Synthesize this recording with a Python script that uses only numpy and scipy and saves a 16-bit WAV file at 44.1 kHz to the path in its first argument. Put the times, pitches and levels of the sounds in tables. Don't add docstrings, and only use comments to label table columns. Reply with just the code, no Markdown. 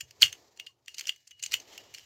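import sys
import numpy as np
from scipy import signal
from scipy.fft import rfft, irfft
from scipy.io import wavfile

SR = 44100
rng = np.random.default_rng(int(sys.argv[2]) if len(sys.argv) > 2 else 0)


def field_ratio(decibels):
    return 10 ** (np.asarray(decibels, dtype=float) / 20)


def to_wav(s):
    ch = np.atleast_2d(s).T
    pcm = np.round(np.clip(ch, -1, 1) * 32767)
    wavfile.write(sys.argv[1], SR, pcm.astype(np.int16))


N = 90404

# (time [s], strength [dB], mid share [dB], top share [dB],
# chatter length [ms], lasting ring share [dB]); pick() trims strengths and caps the shares
PICK_SLIPS = [(0.0054, -22.5, -5, -14.5, 3.6, -28), (0.1082, -48.5, 10, -4, 1.1, -48),
              (0.2046, -46, 7, -9, 1.5, -26), (0.2147, -22, -3, -11.5, 0.7, -36),
              (0.2195, -21.5, 13, -1, 1.9, -40), (0.229, 1.5, -34.5, -25.5, 0.43, -29),
              (0.327, -33.5, 3, -13.5, 0.28, -23.5), (0.351, -52.5, 2.5, -13, 2, -31),
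              (0.5722, -52.5, 11, -21, 1.53, -13.5), (0.5971, -36, -2, 0.5, 1.3, -16),
              (0.662, -47, 16, -8, 4.5, -14), (0.6691, -35, -57, -44, 0.66, -26),
              (0.8599, -57, 10.5, -7, 0.89, -11), (0.8813, -28, -7.5, -22.5, 0.432, -27.5),
              (0.9424, -42.5, 5, -17, 2.8, -21), (0.9683, -62, 4, -7, 1.05, -24),
              (0.9743, -43, -15, -12, 1, -23), (0.9813, -35.5, 7.5, 0, 2, -10),
              (0.991, -34.5, 1, -12, 0.89, -10), (0.9934, -34, 9, -26, 1.8, -23),
              (1.0077, -27.5, 2, -4, 2.2, -26), (1.0373, -43.5, -2, -14, 3, -26),
              (1.0542, -40, -6, -23, 0.74, -31), (1.0692, -36.5, 9.5, -16, 1.9, -19),
              (1.0705, -35, 0, -12, 2.9, -24), (1.0764, -30.5, 4, -6, 4.9, -16),
              (1.0888, -48.5, 11, -5, 3.1, -10.5), (1.0907, -18.5, -7.5, -9.5, 2.9, -22.5),
              (1.16, -53.5, 6, -6, 1.6, -36), (1.271, -56, 4, -15, 0.63, -19),
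              (1.2727, -51, 10, -34, 3.1, -3.5), (1.3075, -42, 0, -4, 2.7, -28),
              (1.3095, -43, -29, -38, 5.2, -19), (1.3909, -50, 6, -19.5, 6.3, -18),
              (1.425, -33, 11, -2, 2.7, -9), (1.4355, -30.5, 13.5, -34, 1.8, -8.5),
              (1.4607, -33, 6.5, 0, 1.2, -20), (1.4985, -57, -10, -16, 1, -20),
              (1.5115, -46, 13, 7, 2.44, -28), (1.5179, -30, 1, -8, 2.9, 0),
              (1.5262, -28.5, 7.5, -22, 5.8, -18), (1.5373, -28, 7, -12, 0.61, -24),
              (1.5396, -9, -12.5, -4.5, 0.61, -27), (1.5983, -42.5, 6.5, -6, 2.7, -14),
              (1.6972, -56, -17, -18, 2.7, -22), (1.731, -47, -2, -16, 4.3, -20),
              (1.747, -55, -4, -1.5, 2, -12), (1.777, -30, -1, 4, 1.6, -19.5),
              (1.9396, -37.5, -4, -9, 0.71, -19.5), (1.9449, -34, 3, -10, 2.4, -28),
              (1.9764, -44.5, -16, -31, 1.4, -23), (1.9828, -41.5, -1, -25, 0.58, -22),
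              (1.9946, -43, -9.5, -14, 0.5, -15), (2.038, -49, -22, -18, 0.67, -14)]
# (frequency [Hz], level [dB], t60 before the damping cap [s])
LOCK_MODES = [(1890, -20.5, 0.0021), (2194, -16, 0.036), (2938, -3, 0.014), (3166, -1.5, 0.0096),
              (3540, -10, 0.0072), (4390, -1.5, .011), (4776, -5.5, 0.011), (5210, -3.5, 0.01),
              (5780, 0.5, 0.0074), (6297, -5, 0.019), (6573, -11.5, 0.03), (7034, -6.5, 0.015),
              (11716, 4, 0.0027), (13400, 9.5, 0.001), (15100, -11.5, 0.0019)]
MID_FROM_HZ, TOP_FROM_HZ = 3800, 9000
LONGEST_T60_S = 0.016
LEAD, RUN = 400, 1000


def cut(x, hz, kind, order=2):
    return signal.sosfilt(signal.butter(order, hz, kind, fs=SR, output="sos"), x)


def rms_one(x):
    return x / np.sqrt(np.mean(x ** 2) + 1e-20)


def in_time(rows):
    times, *columns = np.transpose(rows)
    return [np.interp(np.arange(N) / SR, times, column) for column in columns]


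def coloured(spectrum):
    hz, db = np.transpose(spectrum)
    grid = np.maximum(np.arange(N // 2 + 1) * SR / N, 1)
    gain = field_ratio(np.interp(np.log(grid), np.log(hz), db, left=-80, right=-80))
    return rms_one(irfft(rfft(rng.standard_normal(N)) * gain, N))


def drift(rate):
    knots = rng.standard_normal(400)
    return np.interp(np.arange(N) / SR * rate, np.arange(400), knots)


def ring(push, hz, t60):
    radius, turn = field_ratio(-60 / (t60 * SR)), 2 * np.pi * hz / SR
    return signal.lfilter([0, np.sin(turn)], [1, -2 * radius * np.cos(turn), radius * radius], push + 1e-18)


def contacts(shape, per_s):
    spread_db = 3.0
    moment, size, sign = rng.random((3,) + shape)
    return field_ratio(-spread_db * np.log(size + 0.01)) * np.sign(sign - 0.5) * (moment < per_s / SR)


def rubbing():
    # (time [s], low rustle [dB], bright rustle [dB], ringing low modes [dB])
    rub_levels = [(0.0, -77, -74, -73), (0.2, -71, -66.5, -83), (0.35, -64.5, -62, -87),
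                  (0.48, -70, -69, -86), (0.55, -74.5, -73.5, -85), (0.65, -71, -66.5, -74),
                  (0.69, -88.5, -96, -81), (0.91, -78, -76.5, -101), (1.03, -69.5, -58.5, -78),
                  (1.18, -87.5, -69.5, -97), (1.37, -95, -82, -83), (1.49, -68.5, -63.5, -65),
                  (1.61, -63.5, -59.5, -70.5), (1.66, -67, -65.5, -68.5), (1.73, -58.5, -55.5, -59.5),
                  (1.88, -65.5, -65, -67.5), (2.05, -74.5, -65, -66)]
    # (frequency [Hz], density [dB per Hz])
    low_colour = [(88, -45.5), (150, -13), (283, -2.5), (401, 3), (468, 0), (728, -1.5), (954, -4),
                  (1500, -12.5), (1950, -40.5), (3300, -120)]
    bright_colour = [(880, -26.5), (1500, -19), (1690, -1.5), (2560, -4), (2830, -11.5), (3590, -4.5),
                     (4550, -1), (7170, -3), (9280, -27), (13700, -13), (16000, -21.5)]
    flicker_db = 2
    low_db, bright_db, lock_db = in_time(rub_levels)
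    white = rng.standard_normal(N)
    lock = rms_one(sum(field_ratio(db) * ring(white, hz, min(t60, LONGEST_T60_S))
                       for hz, db, t60 in LOCK_MODES if hz < MID_FROM_HZ))
    bright = field_ratio(bright_db) * coloured(bright_colour) + field_ratio(lock_db) * lock
    low = field_ratio(low_db + flicker_db * drift(21)) * coloured(low_colour)
    return low + field_ratio(flicker_db * drift(87)) * bright


def rumble():
    # (time [s], level [dB])
    rumble_levels = [(0.0, -87), (0.03, -61.5), (0.16, -80.5), (0.25, -52), (0.29, -65.5), (0.39, -79.5),
                     (0.93, -82.5), (1.08, -76), (1.25, -87.5), (1.57, -65), (1.59, -77.5), (2.05, -72)]
    level_db, = in_time(rumble_levels)
    noise = cut(rng.standard_normal(N + 4000), [65, 139], "band", order=3)
    return field_ratio(level_db) * rms_one(noise[4000:])


def room_tone():
    # (frequency [Hz], density [dB per Hz])
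    room_colour = [(15, -50), (25, -13.5), (263, -5.5), (516, -7), (677, -11.5), (1440, -18), (1740, -34.5),
                   (2280, -25.5), (10400, -23.5), (14800, -26.5), (16000, -25)]
    return field_ratio(-86.5) * coloured(room_colour)


def chatters():
    creep_db, creep_s = -20.5, 0.004
    settle_s, settle_share = 0.00088, 0.82
    t = (np.arange(RUN) - LEAD) / SR
    length = np.array(PICK_SLIPS)[:, 4:5] / 1000
    swell = np.clip(t / length, 0, 1) ** 1.5
    creep = field_ratio(creep_db) * np.exp(np.minimum(t, 0) / creep_s)
    settle = np.exp(-np.maximum(t - length, 0) / (settle_s + settle_share * length))
    grains = np.array([contacts((RUN,), 14000) for _ in PICK_SLIPS])
    runs = (swell + creep) * settle * grains
    return runs / np.sqrt(np.sum(runs ** 2, axis=1, keepdims=True))


def place(runs, gains_db):
    out = np.zeros(N + RUN)
    for row, run, db in zip(PICK_SLIPS, runs, gains_db):
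        i = int(row[0] * SR)
        out[i:i + RUN] += field_ratio(db) * run
    return out[LEAD:N + LEAD]


def strike(runs, gains_db, hz, t60):
    single = np.sum(ring(signal.unit_impulse(RUN, LEAD), hz, t60) ** 2)
    fed = np.sum(ring(runs, hz, t60) ** 2, axis=1, keepdims=True)
    return ring(place(runs * np.sqrt(single / fed), gains_db), hz, t60)


def pick():
    # (frequency [Hz], level [dB], t60 [s])
    bell_modes = [(2840, 4.5, .1), (2920, -2, 0.11), (4650, -13.5, 0.04), (7040, -17.5, .06),
                  (11500, -22.5, 0.027)]
    slip_gain_db, mode_scatter_db = -6.5, 6
    most_mid_db, most_top_db, most_ring_db = 9, -12, -19
    crack_db, crack_top_db, thud_db = -14, -17, -20.5
    runs = chatters()
    _, strength, mid, top, _, lasting = np.transpose(PICK_SLIPS)
    mid, top = np.minimum(mid, most_mid_db), np.minimum(top, most_top_db)
    lasting = np.minimum(lasting, most_ring_db)
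    scatter = mode_scatter_db * rng.standard_normal((len(PICK_SLIPS), 24))
    peak = strength + slip_gain_db
    metal = cut(place(runs, peak + mid + crack_db), 18000, "low", order=4)
    metal += cut(place(runs, peak + top + crack_top_db), [11000, 14800], "band")
    for k, (hz, db, t60) in enumerate(LOCK_MODES):
        share = 0 if hz < MID_FROM_HZ else mid if hz < TOP_FROM_HZ else top
        metal += strike(runs, peak + share + db + scatter[:, k], hz, min(t60, LONGEST_T60_S))
    for k, (hz, db, t60) in enumerate(bell_modes):
        metal += strike(runs, strength + lasting + db + scatter[:, -1 - k], hz, t60)
    rattle, knocks = rattles()
    thud = cut(place(runs, strength + thud_db) + knocks, [300, 1300], "band")
    return cut(metal + rattle, 1866, "high", order=4) + thud


def spring():
    # (start [s], end [s], frequency [Hz], starting level before wavering [dB], fade [dB per s])
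    spring_tones = [(.025, .107, 6360, -65, 110), (.688, .712, 1090, -68, 60), (1.1, 1.272, 2911, -53, 170),
                    (1.315, 1.425, 2910, -61, 70)]
    t, out = np.arange(N) / SR, 0
    for start, end, hz, db, fade in spring_tones:
        level = field_ratio(db - fade * np.maximum(t - start, 0))
        gate = np.clip((t - start) / 0.0021, 0, 1) * np.clip((end - t) / 0.0036, 0, 1)
        out = out + level * gate * np.sin(2 * np.pi * hz * t) * field_ratio(2.0 * drift(52))
    return out


def rattles():
    # (start [s], level before mode and drive gains [dB], t60 [s], share of mid and top modes [dB])
    showers = [(0.198, -62, 0.063, -3), (0.231, -23, 0.14, -5), (.328, -44, 0.077, -14),
               (0.561, -71, 0.1, 4), (0.598, -62, 0.085, 4), (0.671, -66, 0.19, 3.5), (0.88, -56, 0.23, 0),
               (0.966, -63.5, 0.333, 6), (1.03, -69, 0.13, -2), (1.096, -50, 0.22, -9),
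               (1.277, -74.5, 0.59, 1.5), (1.375, -70, 0.2, -6), (1.442, -51.5, 0.15, 7),
               (1.541, -35.5, 0.11, -2), (1.722, -58, 0.52, -19), (1.94, -61.5, 0.376, 6.5)]
    top_db, drive_db, knock_db = -13.5, -17.5, -14.5
    t = np.arange(N) / SR
    grains = rms_one(contacts((N,), 4100))
    low, mid = 0, 0
    for start, db, t60, share in showers:
        fall_db = db - 60 * np.maximum(t - start, 0) / t60
        onset = np.clip((t - start) / 0.00067, 0, 1)
        low = low + field_ratio(fall_db) * onset
        mid = mid + field_ratio(fall_db + share) * onset
    out = 0
    for hz, db, t60 in LOCK_MODES:
        push = low if hz < MID_FROM_HZ else mid if hz < TOP_FROM_HZ else mid * field_ratio(top_db)
        out = out + ring(field_ratio(db + drive_db) * push * grains, hz, min(t60, LONGEST_T60_S))
    return out, field_ratio(knock_db) * low * grains


def snaps():
    # (time [s], level before rise and fall [dB], frequency [Hz], t60 [s])
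    blows = [(.2291, 8, 3120, .007), (.6689, -31, 2860, .02), (1.0926, -20, 2840, .028),
             (1.5393, -5, 2700, .006), (1.7777, -21, 2900, .005)]
    rise_s, out = 0.0006, 0
    for start, db, hz, t60 in blows:
        t = np.maximum(np.arange(N) / SR - start, 0)
        rise = 1 - np.exp(-(t / rise_s) ** 2)
        out = out + field_ratio(db - 60 * t / t60) * rise * np.sin(2 * np.pi * hz * t)
    return out


def echoes(x):
    near_db, near_t60_s, late_db, late_t60_s, start_s = -17.5, 0.071, -17, 0.14, 0.009
    t = np.arange(SR // 3) / SR
    near, late = [rms_one(field_ratio(-60 * t / t60)) / np.sqrt(len(t)) for t60 in (near_t60_s, late_t60_s)]
    decay = field_ratio(near_db) * near + field_ratio(late_db) * late
    tail = rng.standard_normal(len(t)) * decay * np.clip(t / start_s, 0, 1)
    return signal.fftconvolve(x, tail)[:N]


def scene():
    metal = pick() + snaps()
    mix = metal + echoes(metal) + spring() + rubbing() + rumble() + room_tone()
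    return mix[None]


def low_pass(x):
    return signal.sosfilt(signal.butter(12, 16650, fs=SR, output="sos"), x)


def record(dry):
    mix = cut(dry, 15700, "low", order=10)
    return low_pass(mix)


dry = scene()
out = record(dry)
to_wav(out)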